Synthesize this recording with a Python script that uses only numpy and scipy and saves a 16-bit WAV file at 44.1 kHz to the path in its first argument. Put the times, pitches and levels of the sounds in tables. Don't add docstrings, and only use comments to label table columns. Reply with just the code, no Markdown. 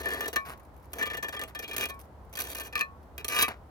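import sys
import numpy as np
from scipy import signal
from scipy.fft import rfft, irfft
from scipy.io import wavfile
from scipy.ndimage import uniform_filter1d

SR = 44100
rng = np.random.default_rng(int(sys.argv[2]) if len(sys.argv) > 2 else 0)


def pcm_store(signal):
    levels = np.round(np.clip(np.atleast_2d(signal), -1, 1) * 32767)
    wavfile.write(sys.argv[1], SR, levels.astype(np.int16).T)


def convert_level_to_amplitude(level_db):
    exponent = np.asarray(level_db, float) / 20
    return 10 ** exponent


N = 163170

# (frequency [Hz], level [dB])
TRAFFIC = [(22, -18.5), (38, -5.5), (75, -1), (289, -8.5), (928, -8.5), (2760, -32.5), (7810, -42),
           (14000, -39.5), (16300, -45)]
# (frequency [Hz], likeness [0 to 1])
TRAFFIC_LIKENESS = [(40, 0.97), (300, 0.94), (2000, 0.05)]
# (start [s], length [s], hiss level [dB], thud level [dB])
CRUMBS = [(0.45, 0.077, -48, -43), (0.37, 0.062, -63, -68), (2.034, .02, -61.5, -70),
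          (0.574, 0.0047, -57, -82), (0.595, 0.0033, -56, -59), (0.63, .003, -61, -72),
          (0.648, 0.0044, -60, -70), (0.741, .004, -63, -71), (0.762, .003, -62, -85),
          (0.776, .003, -63, -85), (0.796, .004, -60, -85), (0.825, .004, -58, -85),
          (0.836, 0.011, -63, -87), (0.855, .003, -61, -85), (0.902, .006, -64, -85),
          (0.918, 0.0033, -55, -85), (3.028, .003, -59.5, -78), (3.055, .003, -72, -75),
          (1.476, 0.023, -51, -51), (1.938, 0.008, -56, -90), (1.99, 0.025, -49.5, -63),
          (2.246, 0.0027, -65, -88), (2.293, .003, -63, -82.5), (3.48, 0.0059, -38.5, -30.5),
          (3.504, 0.013, -85, -45)]
# (frequency [Hz], level [dB])
GRIT = [(700, -25), (1500, -2), (4400, -4), (7700, -5), (10400, 0), (14100, 3), (15800, -6), (16200, -37)]
# (frequency [Hz], width [Hz], level [dB])
WALL = [(295, 16, -6.5), (434, 182, 8), (646, 15, -2), (960, 440, -31)]
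# (frequency [Hz], width [Hz])
BLADE = [(1104, 14), (1200, 24), (1555, 26), (1712, 60), (1772, 17), (1970, 26), (2308, 28), (2438, 21),
         (2572, 26), (2850, 34), (3280, 22), (3844, 28), (4150, 36), (4750, 130)]
# (level of each BLADE ring [dB], ...)
GRIP = [(-17, -9.5, -22.5, -12, 1.5, -18, -17, -12.5, -25.5, -14.5, -12, -17.5, -24.5, -36.5),
        (-23.5, -10.5, -33, -25.5, -0.5, -16.5, -16.5, -13, -29.5, -15, -13, -55, -58, -57),
        (-31.5, -13.5, -18, -21.5, -7, -22, -14, -4.5, -21, -16, -10, -18, -19, -32.5),
        (-15, -15, -14, -16, -9.5, -23, -18, -9, -21, -16, -14, -20, -16.5, -26),
        (-27, -0.5, -28, -16, 3.5, -12.5, -5, 1, -2, -26, -12, -27, -8, -12),
        (-21, -7.5, -15, -8.5, -12.5, -13.5, -6.5, -7.5, -8, -14.5, -19, -13, -22.5, -17)]
# (frequency [Hz], width [Hz], level [dB])
EDGE = [(2580, 450, -18.5), (3260, 100, -16.5), (3640, 250, -22.5), (4125, 160, -21), (4636, 180, -22.5),
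        (5590, 150, -24.5), (5850, 130, -20), (6090, 130, -21.5), (6560, 120, -28)]
# (frequency [Hz], time to fall 60 dB [s])
FREE_BLADE = [(1104, .5), (1774, .18), (2304, .2), (2441, .2)]
# (time [s], time until damped [s], then the level of each FREE_BLADE ring [dB])
LIFTS = [
    (.36, .3, -29.5, -25, -33, -35),
    (1.899, 0.094, -36.5, -40, -45.5, -52),
    (2.78, 0.187, -32.5, -44, -60, -53),
    (3.435, 0.057, -34, -46, -32, -45),
]
# (time [s], length [s], grit level [dB], blade level over grit [dB])
FIRST = [(0, 0.019, -42.5, -3.5), (.03, 0.033, -47.5, 8.5), (.056, 0.0071, -51, -2),
         (.066, 0.013, -50, 12.5), (.085, 0.009, -43.5, 2.5), (.1, 0.029, -42, 6), (.134, 0.016, -39, 1),
         (.154, 0.046, -49.5, 8), (.207, 0.0045, -39, 4), (.216, 0.035, -47.5, 9),
         (.257, 0.0073, -40.5, 1.5), (.279, 0.0088, -33.5, -4.5), (.329, 0.012, -40.5, 3),
         (.359, 0.0091, -32, 7)]
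SECOND = [(0.932, 0.0072, -34.5, -11.5), (0.952, 0.046, -52.5, -4), (0.984, 0.023, -43.5, 8.5),
          (1.01, 0.01, -51.5, 17), (1.024, 0.012, -39, 12), (1.055, 0.023, -43, 10.5),
          (1.099, 0.021, -50, 15.5), (1.133, 0.013, -50.5, 15), (1.144, 0.0075, -47, 9),
          (1.17, 0.012, -39, 3.5), (1.226, 0.013, -37.5, 0.5), (1.243, 0.0074, -51, 18.5),
          (1.257, 0.029, -72, 8), (1.283, 0.012, -42, 6.5), (1.325, 0.028, -48.5, 14),
          (1.364, 0.011, -52.5, 16.5), (1.393, 0.0059, -45.5, 5), (1.414, 0.0042, -42, 8.5),
          (1.419, 0.0099, -48, 5), (1.436, 0.0031, -39.5, -3.5)]
THIRD = [(1.548, 0.015, -48, 12), (1.59, 0.011, -38, -1), (1.624, 0.022, -47.5, 8),
         (1.677, 0.026, -46.5, 6), (1.71, 0.009, -47.5, 8.5), (1.732, 0.017, -44, 8),
         (1.764, 0.0068, -29.5, -8), (1.78, 0.007, -33, -9), (1.793, 0.016, -37, 3.5),
         (1.809, .01, -37, -1), (1.821, .014, -40.5, 7), (1.838, 0.0062, -39.5, -1.5),
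         (1.855, 0.0059, -36.5, 0), (1.886, 0.022, -43.5, -2)]
FOURTH = [(2.327, 0.014, -45.5, -10), (2.353, 0.009, -40.5, -6), (2.37, 0.011, -39, 1),
          (2.389, 0.01, -33.5, -1), (2.402, 0.0089, -32, -3), (2.417, 0.0072, -35.5, -13),
          (2.427, 0.05, -43, -3.5), (2.48, 0.055, -39.5, -11), (2.548, 0.0086, -36, -0.5),
          (2.566, 0.019, -42.5, 1), (2.583, 0.0056, -44, 2.5), (2.597, 0.022, -38, 2),
          (2.629, 0.052, -47, -0.5)]
FIFTH = [(2.726, 0.011, -52.5, 4.5), (2.754, 0.0029, -40.5, 5.5), (2.761, 0.01, -53, 7.3),
         (2.777, 0.0058, -45.5, 7.4), (2.791, .014, -45, 2.3), (2.809, 0.007, -36, 1.2)]
SIXTH = [(3.179, 0.0066, -45.5, 0.5), (3.191, 0.022, -54.5, 9), (3.245, 0.0067, -30, -11.5),
         (3.281, 0.008, -31.5, -11), (3.293, 0.032, -37.5, 2), (3.319, 0.05, -36.5, 4),
         (3.359, 0.037, -33, 4.5), (3.388, 0.0088, -33.5, 7.5), (3.398, .01, -31, 5),
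         (3.411, 0.0055, -34, 9), (3.418, 0.012, -23, -15), (3.427, 0.0098, -26.5, 5.5),
         (3.443, 0.0064, -43.5, 9.5)]
# (wall level [dB], coarse grit level [dB])
STROKES = [(-48.5, -17), (-50.5, -7), (-52.5, -1), (-57, -15), (-56.5, -18), (-56, -10)]
# (frequency [Hz], level [dB])
LEFT_OVER_RIGHT = [(500, -.5), (2000, 3), (4000, -2.05), (8000, -4), (13000, -1)]
# (frequency [Hz], phase [radians])
LEFT_LEAD = [(0, 0), (1800, 2.0), (2430, 1.3), (3360, 3.2), (4130, 5.7), (5900, 7), (22050, 25)]


def evened(x):
    return x / np.sqrt(np.mean(x ** 2) + 1e-20)


def read(points, hz):
    f, value = np.transpose(points)
    return np.interp(np.log(hz + 1), np.log(f + 1), value)


def colour(x, points):
    gain = convert_level_to_amplitude(read(points, np.fft.rfftfreq(N, 1 / SR)))
    return irfft(rfft(x) * gain, N)


def ring(x, hz, width):
    r = np.exp(-np.pi * max(width, 1) / SR)
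    pole = r * np.exp(2j * np.pi * hz / SR)
    return np.sqrt(4 * (1 - r)) * signal.lfilter([1], [1, -pole], x).real


def air():
    wash_db, hum_db = -51, -51
    hum_hz, hum_width = 65.3, 17.2
    hz = np.fft.rfftfreq(N, 1 / SR)
    left, other = rfft(rng.standard_normal((2, N)))
    same = np.clip(read(TRAFFIC_LIKENESS, hz), -1, 1)
    right = same * left + np.sqrt(1 - same ** 2) * other
    wash = evened(irfft(np.array([left, right]) * convert_level_to_amplitude(read(TRAFFIC, hz)), N))
    hums = []
    for noise in rng.standard_normal((3, N)):
        once = ring(noise - np.roll(noise, 1), hum_hz, hum_width)
        hums.append(evened(ring(once, hum_hz, hum_width)))
    hum = hums[0] + 0.38 * np.array(hums[1:])
    return convert_level_to_amplitude(wash_db) * wash + convert_level_to_amplitude(hum_db) * hum


def yard(x):
    u = np.arange(SR // 4) / SR
    taps = rng.standard_normal((2, len(u)))
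    taps = taps * (rng.random((2, len(u))) < .06)
    taps = taps * convert_level_to_amplitude(-60 * u / .11) * (u > .0015)
    return signal.fftconvolve(x[None], taps / np.linalg.norm(taps[0]), axes=1)[:, :N]


def grain(per_s):
    size = rng.exponential(1, N) * (rng.random(N) < per_s / SR)
    return evened(1 + .8 * signal.lfilter([1], [1, -.97], size))


def hiss():
    patch_db = 3.5
    z = rng.standard_normal((3, N))
    s = signal.stft(colour(z[0] + 1.1 * z[1:], GRIT), nperseg=256)[2]
    patch = rng.standard_normal(s.shape[1:])
    patch = uniform_filter1d(patch, size=7, axis=0)
    patch = evened(uniform_filter1d(patch, size=4, axis=1))
    return evened(signal.istft(s * convert_level_to_amplitude(patch_db * patch), nperseg=256)[1][:, :N])


def crumbs():
    t, env = np.arange(N) / SR, np.zeros((2, N))
    fall = np.array([[1400], [450]])
    for s, length, hiss_db, thud_db in CRUMBS:
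        rise = np.clip((t - s) / .002, 0, 1)
        shape = rise * convert_level_to_amplitude(-np.maximum(t - s - length, 0) * fall)
        env += convert_level_to_amplitude([[hiss_db], [thud_db]]) * shape
    z = rng.standard_normal(N)
    thud = evened(ring(ring(z, 1000, 1800), 1100, 2000))
    return grain(450) * (env[0] * hiss() + env[1] * thud)


def force():
    rise_share = .08
    bite, bite_s, glance_s = 3.08, 0.0033, 0.013
    drop_s, settle_db, settle_s = 0.00075, -21.5, 0.0053
    u = np.arange(SR // 5) / SR
    env = np.zeros((3, N))
    now = np.zeros((2, N), int)
    count = 0
    for k, contacts in enumerate((FIRST, SECOND, THIRD, FOURTH, FIFTH, SIXTH)):
        for s, length, db, blade_db in contacts:
            start = round(s * SR)
            now[:, start:] = [[k], [count]]
            count += 1
            after = np.maximum(u - length, 0)
            hold = np.minimum(u / (rise_share * length), 1)
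            hold = hold * (1 + bite * np.exp(-u / bite_s - length / glance_s))
            release = np.exp(-after / drop_s) + convert_level_to_amplitude(settle_db) * np.exp(-after / settle_s)
            wall_db = STROKES[k][0] + .3 * (db + 43)
            part = env[:, start:][:, :len(u)]
            push = convert_level_to_amplitude([[db], [db + blade_db], [wall_db]]) * hold * release
            part += push[:, :part.shape[1]]
    env[:2] *= grain(500)
    env[2] = signal.lfilter([.003], [1, -.997], env[2])
    return env, now


def lift_rings(out):
    u = np.arange(SR // 2) / SR
    for s, free_s, *lift_db in LIFTS:
        part = out[round(s * SR):][:len(u)]
        damped = 810 * np.maximum(u - free_s, 0)
        for db, (hz, t60) in zip(lift_db, FREE_BLADE):
            level = np.minimum(u / 0.0061, 1) * convert_level_to_amplitude(db - 60 * u / t60 - damped)
            tone = level * np.sin(2 * np.pi * (hz * u + rng.random()))
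            part += tone[:len(part)]


def trowel():
    (grit, blade, wall), (stroke, contact) = force()
    z = rng.standard_normal((3, N))
    blade_spot = convert_level_to_amplitude(2 * rng.standard_normal((80, 20)))
    edge_spot = convert_level_to_amplitude(4 * rng.standard_normal((80, len(EDGE))))
    out = convert_level_to_amplitude(1.16) * sum(convert_level_to_amplitude(db) * ring(wall * z[1], hz, width) for hz, width, db in WALL)
    for k, (hz, width) in enumerate(BLADE):
        grip = convert_level_to_amplitude(np.array(GRIP)[:, k])
        out += ring(grip[stroke] * blade_spot[contact, k] * blade * z[0], hz, width)
    lift_rings(out)
    chips = grit * (z[2] + 0.88 * rng.standard_normal((2, N)))
    for k, (hz, width, db) in enumerate(EDGE):
        out = out + convert_level_to_amplitude(db) * ring(edge_spot[contact, k] * chips, hz, width)
    fine = hiss()
    coarse = colour(fine, [(6300, 0), (7600, -30)])
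    coarse_gain = convert_level_to_amplitude(np.array(STROKES)[stroke, 1])
    return out + grit * convert_level_to_amplitude(-1.0) * (fine + (coarse_gain - 1) * coarse)


def scene():
    near = trowel() + crumbs()
    lag = np.interp(np.fft.rfftfreq(N, 1 / SR), *np.transpose(LEFT_LEAD))
    left = colour(near[0], LEFT_OVER_RIGHT)
    right = irfft(rfft(near[1]) * np.exp(-1j * lag), N)
    return np.array([left, right]) + convert_level_to_amplitude(-11.5) * yard(near[0]) + air()


def low_pass(x):
    return signal.sosfilt(signal.butter(12, 16990, fs=SR, output="sos"), x)


def record(dry):
    mix = colour(dry, [(28, -5.5), (46, -2.5)])
    return low_pass(mix)


dry = scene()
out = record(dry)
pcm_store(out)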